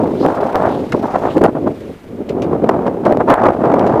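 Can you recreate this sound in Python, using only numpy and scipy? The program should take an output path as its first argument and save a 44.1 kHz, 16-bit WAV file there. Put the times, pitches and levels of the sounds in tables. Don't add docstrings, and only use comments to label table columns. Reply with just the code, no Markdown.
import sys
import numpy as np
from scipy.fft import rfft, irfft, next_fast_len
from scipy.io import wavfile
from scipy.ndimage import uniform_filter1d, minimum_filter1d, map_coordinates

SR = 44100
rng = np.random.default_rng(int(sys.argv[2]) if len(sys.argv) > 2 else 0)


def unload_wav(signal):
    wavfile.write(
        sys.argv[1],
        SR,
        np.round(np.clip(np.atleast_2d(signal).T, -1, 1) * 32767).astype(np.int16),
    )


N = 176400
TIME = np.arange(N) / SR

# (frequency [Hz], relative level [dB])
OVERLOAD_SPECTRUM = [(1500, 9), (4000, -6), (8000, -13.5), (15000, -19)]


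def amp(db):
    return 10 ** (np.asarray(db) / 20)


def unit(x):
    return x / np.sqrt(np.mean(x ** 2) + 1e-20)


def curve(rows):
    return np.interp(TIME, *np.transpose(rows))


def wobble(rate):
    return map_coordinates(rng.standard_normal(4000), [TIME * rate + 2], mode="wrap")


def filtered(x, response):
    size = next_fast_len(N + 8192)
    return irfft(rfft(x, size) * response(np.fft.rfftfreq(size, 1 / SR)), size)[:N]


def noise(spectrum, drive=1):
    freqs, db = np.transpose(spectrum)

    def gain(hz):
        rolloff = np.maximum(hz / freqs[-1], 1) ** 2
        return amp(np.interp(np.log(hz + 1), np.log(freqs), db)) / rolloff
    return unit(filtered(drive * rng.standard_normal(N), gain))


def turbulence(spectrum, flutter_db, rate, shared_db=0):
    bursts = noise(spectrum, amp(shared_db + flutter_db * wobble(rate)))
    local_power = np.abs(uniform_filter1d(bursts ** 2, size=1200))
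    return unit(bursts / np.sqrt(local_power + 1e-9))


def swell(t, rise_s):
    return t / rise_s * np.exp(1 - t / rise_s)


def add(track, s, sound):
    part = track[round(s * SR):][:len(sound)]
    part += sound[:len(part)]


def outdoor_air():
    # (frequency [Hz], relative level [dB])
    air_spectrum = [(100, 8), (1000, -0.5), (2500, -7.5), (4500, -21.5), (15000, -25)]
    return amp(-44.5) * noise(air_spectrum)


def wind():
    # (time [s], rumble level [dB], eddy level [dB])
    flow = [(0.0, -13.5, -17), (0.18, -19.5, -34), (0.29, -16.5, -15), (0.35, -23.5, -20),
            (0.52, -26, -21.5), (0.71, -19, -21), (0.83, -18.5, -31), (0.89, -28, -38), (0.98, -16.5, -29),
            (1.09, -29, -22), (1.33, -23.5, -26.5), (1.525, -24.5, -55), (1.71, -19.5, -29.5),
            (1.765, -31.5, -53), (1.91, -26.5, -50), (1.99, -48, -66), (2.12, -28.5, -58),
            (2.26, -31.5, -46), (2.38, -15.5, -24.5), (2.6, -20.5, -28), (2.73, -16.5, -18.5),
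            (3.0, -21, -30.5), (3.25, -16.5, -30), (3.37, -34, -15), (3.57, -20, -23.5), (3.66, -12, -13),
            (4.0, -13.5, -15.5)]
    # (middle [s], half length [s], rumble level [dB], eddy level [dB])
    puffs = [(0.036, 0.0086, -13, -22), (0.216, 0.008, -9.5, -21), (0.256, 0.014, -8.5, -12.5),
             (0.379, 0.0048, -22.5, -13.5), (0.435, 0.032, -16, -15.5), (0.56, 0.017, -25, -14),
             (0.649, 0.044, -20, -14), (0.946, 0.0064, -8.5, -17), (1.046, 0.01, -15, -14),
             (1.159, 0.011, -14, -10.5), (1.257, 0.026, -18.5, -14.5), (1.372, 0.012, -6.5, -15.5),
             (1.416, 0.004, -3.5, -14), (1.449, 0.013, -6, -5), (1.49, 0.0099, -15.5, -19),
             (1.566, 0.017, -19, -21), (1.636, 0.011, -15, -48), (1.675, 0.0073, -8.5, -13.5),
             (2.209, 0.014, -18.5, -41), (2.305, 0.0055, -15.5, -31), (2.537, 0.018, -13.5, -20),
             (2.64, 0.011, -8, -25), (2.696, 0.0041, -9.5, -5.5), (2.878, 0.015, -14.5, -15),
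             (3.067, 0.012, -8.5, -8.5), (3.11, 0.029, -14.5, -14.5), (3.211, 0.01, -22, -11),
             (3.302, 0.014, -5, -3.5), (3.328, 0.009, -17.5, -7.5), (3.458, 0.032, -9, -6.5)]
    # (frequency [Hz], relative level [dB])
    bass_spectrum = [(25, -26), (80, 2), (250, 0)]
    rumble_spectrum = [(40, -37.5), (130, -6.5), (270, 1.5), (410, 1), (600, -7), (900, -26), (1400, -40.5)]
    eddy_spectrum = [(100, -41), (350, -8), (650, 5), (880, -0.5), (1300, -12.5), (2000, -28.5),
                     (3200, -41)]
    edge_spectrum = [(400, -1), (1200, 13.5), (2000, -1.5), (2900, -22.5), (4200, -44)]
    power = amp([curve([(s, db) for s, db, _ in flow]), curve([(s, db) for s, _, db in flow])]) ** 2
    for s, half_s, low_db, mid_db in puffs:
        puff = np.exp(-np.minimum(((TIME - s) / half_s) ** 2, 20))
        power += amp([[low_db], [mid_db]]) ** 2 * puff
    rumble_db, eddy_db = 10 * np.log10(power) + 0.68 * wobble(rate=28)
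    gust_db, bass_growth, edge_growth = -20.5, 0.46, 1.29
    edge_db = gust_db + edge_growth * (eddy_db - gust_db) + np.clip(eddy_db - rumble_db, -10, 10)
    sputter_db = 2.5 * wobble(rate=150)
    bass = amp(-31.5 + bass_growth * (rumble_db - gust_db)) * noise(bass_spectrum)
    rumble = amp(rumble_db) * turbulence(rumble_spectrum, flutter_db=2.5, rate=100, shared_db=sputter_db)
    eddies = amp(eddy_db - 0.5) * turbulence(eddy_spectrum, flutter_db=4, rate=300, shared_db=sputter_db)
    edge = amp(edge_db - 17.5) * noise(edge_spectrum, drive=amp(sputter_db))
    return bass + rumble + eddies + edge


def wheels():
    # (time [s], level [dB])
    passing = [(0, -48), (.3, -41.5), (.9, -44), (1.32, -43.5), (1.5, -55.5), (1.8, -46.5), (2.3, -59),
               (4, -54)]
    # (frequency [Hz], relative level [dB])
    hiss_spectrum = [(200, -1), (2000, -1), (3500, -5.5), (5500, -13), (15000, -25)]
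    return amp(curve(passing)) * turbulence(hiss_spectrum, flutter_db=6.5, rate=68)


def stride_swishes():
    # (middle [s], half length [s], level [dB], pitch [Hz], rise [octaves/s])
    swishes = [(0.215, 0.025, -42, 4100, 5), (0.724, 0.039, -45, 3210, 2.4),
               (1.007, 0.29, -57.5, 5050, 1.6), (1.311, 0.022, -40, 2900, 2.2)]
    half_width_hz = 800
    track = np.zeros(N)
    for s, half_s, db, hz, rise in swishes:
        pitch = hz * 2 ** np.clip(rise * (TIME - s), -1, 1)
        band = unit(noise([(half_width_hz, 0)]) * np.sin(2 * np.pi * np.cumsum(pitch) / SR))
        track += amp(db) * np.exp(-.5 * ((TIME - s) / half_s) ** 2) * band
    return track


def wind_slaps():
    # (time [s], thump level [dB], snap level [dB])
    slaps = [(.263, 2, -11), (.556, -3.5, -11.5), (1.38, -8, -17), (1.439, -1.5, -10), (2.691, 0, -11),
             (3.124, 5, -25.5), (3.1718, 0.5, -23), (3.301, -7.5, -6), (3.34, -5, -9.5), (3.74, -1, -23)]
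    thump_hz = 528
    thumps, snaps = np.zeros(N), np.zeros(N)
    t = np.arange(SR // 30) / SR
    envelope = swell(t, rise_s=0.00084)
    for s, db, snap_db in slaps:
        add(thumps, s, amp(db) * envelope * np.sin(2 * np.pi * (thump_hz * t + rng.random())))
        add(snaps, s, amp(snap_db) * envelope ** 4)
    return thumps + snaps * noise(OVERLOAD_SPECTRUM)


def overload_rasp(pressure):
    power = np.abs(uniform_filter1d(pressure ** 2, size=260))
    load = np.minimum(1, np.sqrt(2 * power))
    return amp(-27.5) * load ** 4.8 * noise(OVERLOAD_SPECTRUM)


def pole_clicks():
    # (time [s], relative level [dB], time to fall 60 dB [s])
    strikes = [(0.921, -21.5, 0.027), (2.289, -38, 0.096), (2.42, -37.5, 0.1), (2.866, -35, 0.026),
               (3.053, -29.5, 0.023), (3.53, -39, 0.043), (3.793, -32.5, 0.018), (3.866, -34, 0.063)]
    # (frequency [Hz], relative level [dB])
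    tip_spectrum = [(500, -17), (2400, 9.5), (5500, -4), (15000, -24.5)]
    click_rise_s, knock_hz = 0.00041, 1403
    clicks, knocks = np.zeros(N), np.zeros(N)
    t = np.arange(SR // 5) / SR
    knock = swell(t, rise_s=0.0058) ** 4 * np.sin(2 * np.pi * knock_hz * t)
    for s, db, t60 in strikes:
        add(clicks, s, amp(db - 60 * t / t60) * (1 - np.exp(-t / click_rise_s)))
        add(knocks, s, amp(db + 6) * knock)
    grit = turbulence(tip_spectrum, flutter_db=5.5, rate=340)
    roughness = noise([(knock_hz / 2, 0)])
    return 2 * clicks * grit + knocks * roughness


def scene():
    buffets = wind() + wind_slaps()
    rasp = overload_rasp(buffets)
    skier = wheels() + pole_clicks() + stride_swishes()
    return (buffets + rasp + skier + outdoor_air())[None]


def record(dry):
    limit_db, clip_hardness, top_hz = 2.5, 16, 15200
    needed_gain = np.minimum(1, amp(limit_db) / (np.abs(dry[0]) + 1e-9))
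    held = dry[0] * uniform_filter1d(minimum_filter1d(needed_gain, size=180), size=180)
    clipped = held / (1 + np.abs(held) ** clip_hardness) ** (1 / clip_hardness)
    return filtered(clipped, lambda hz: hz < top_hz)[None]


dry = scene()
out = record(dry)
unload_wav(out)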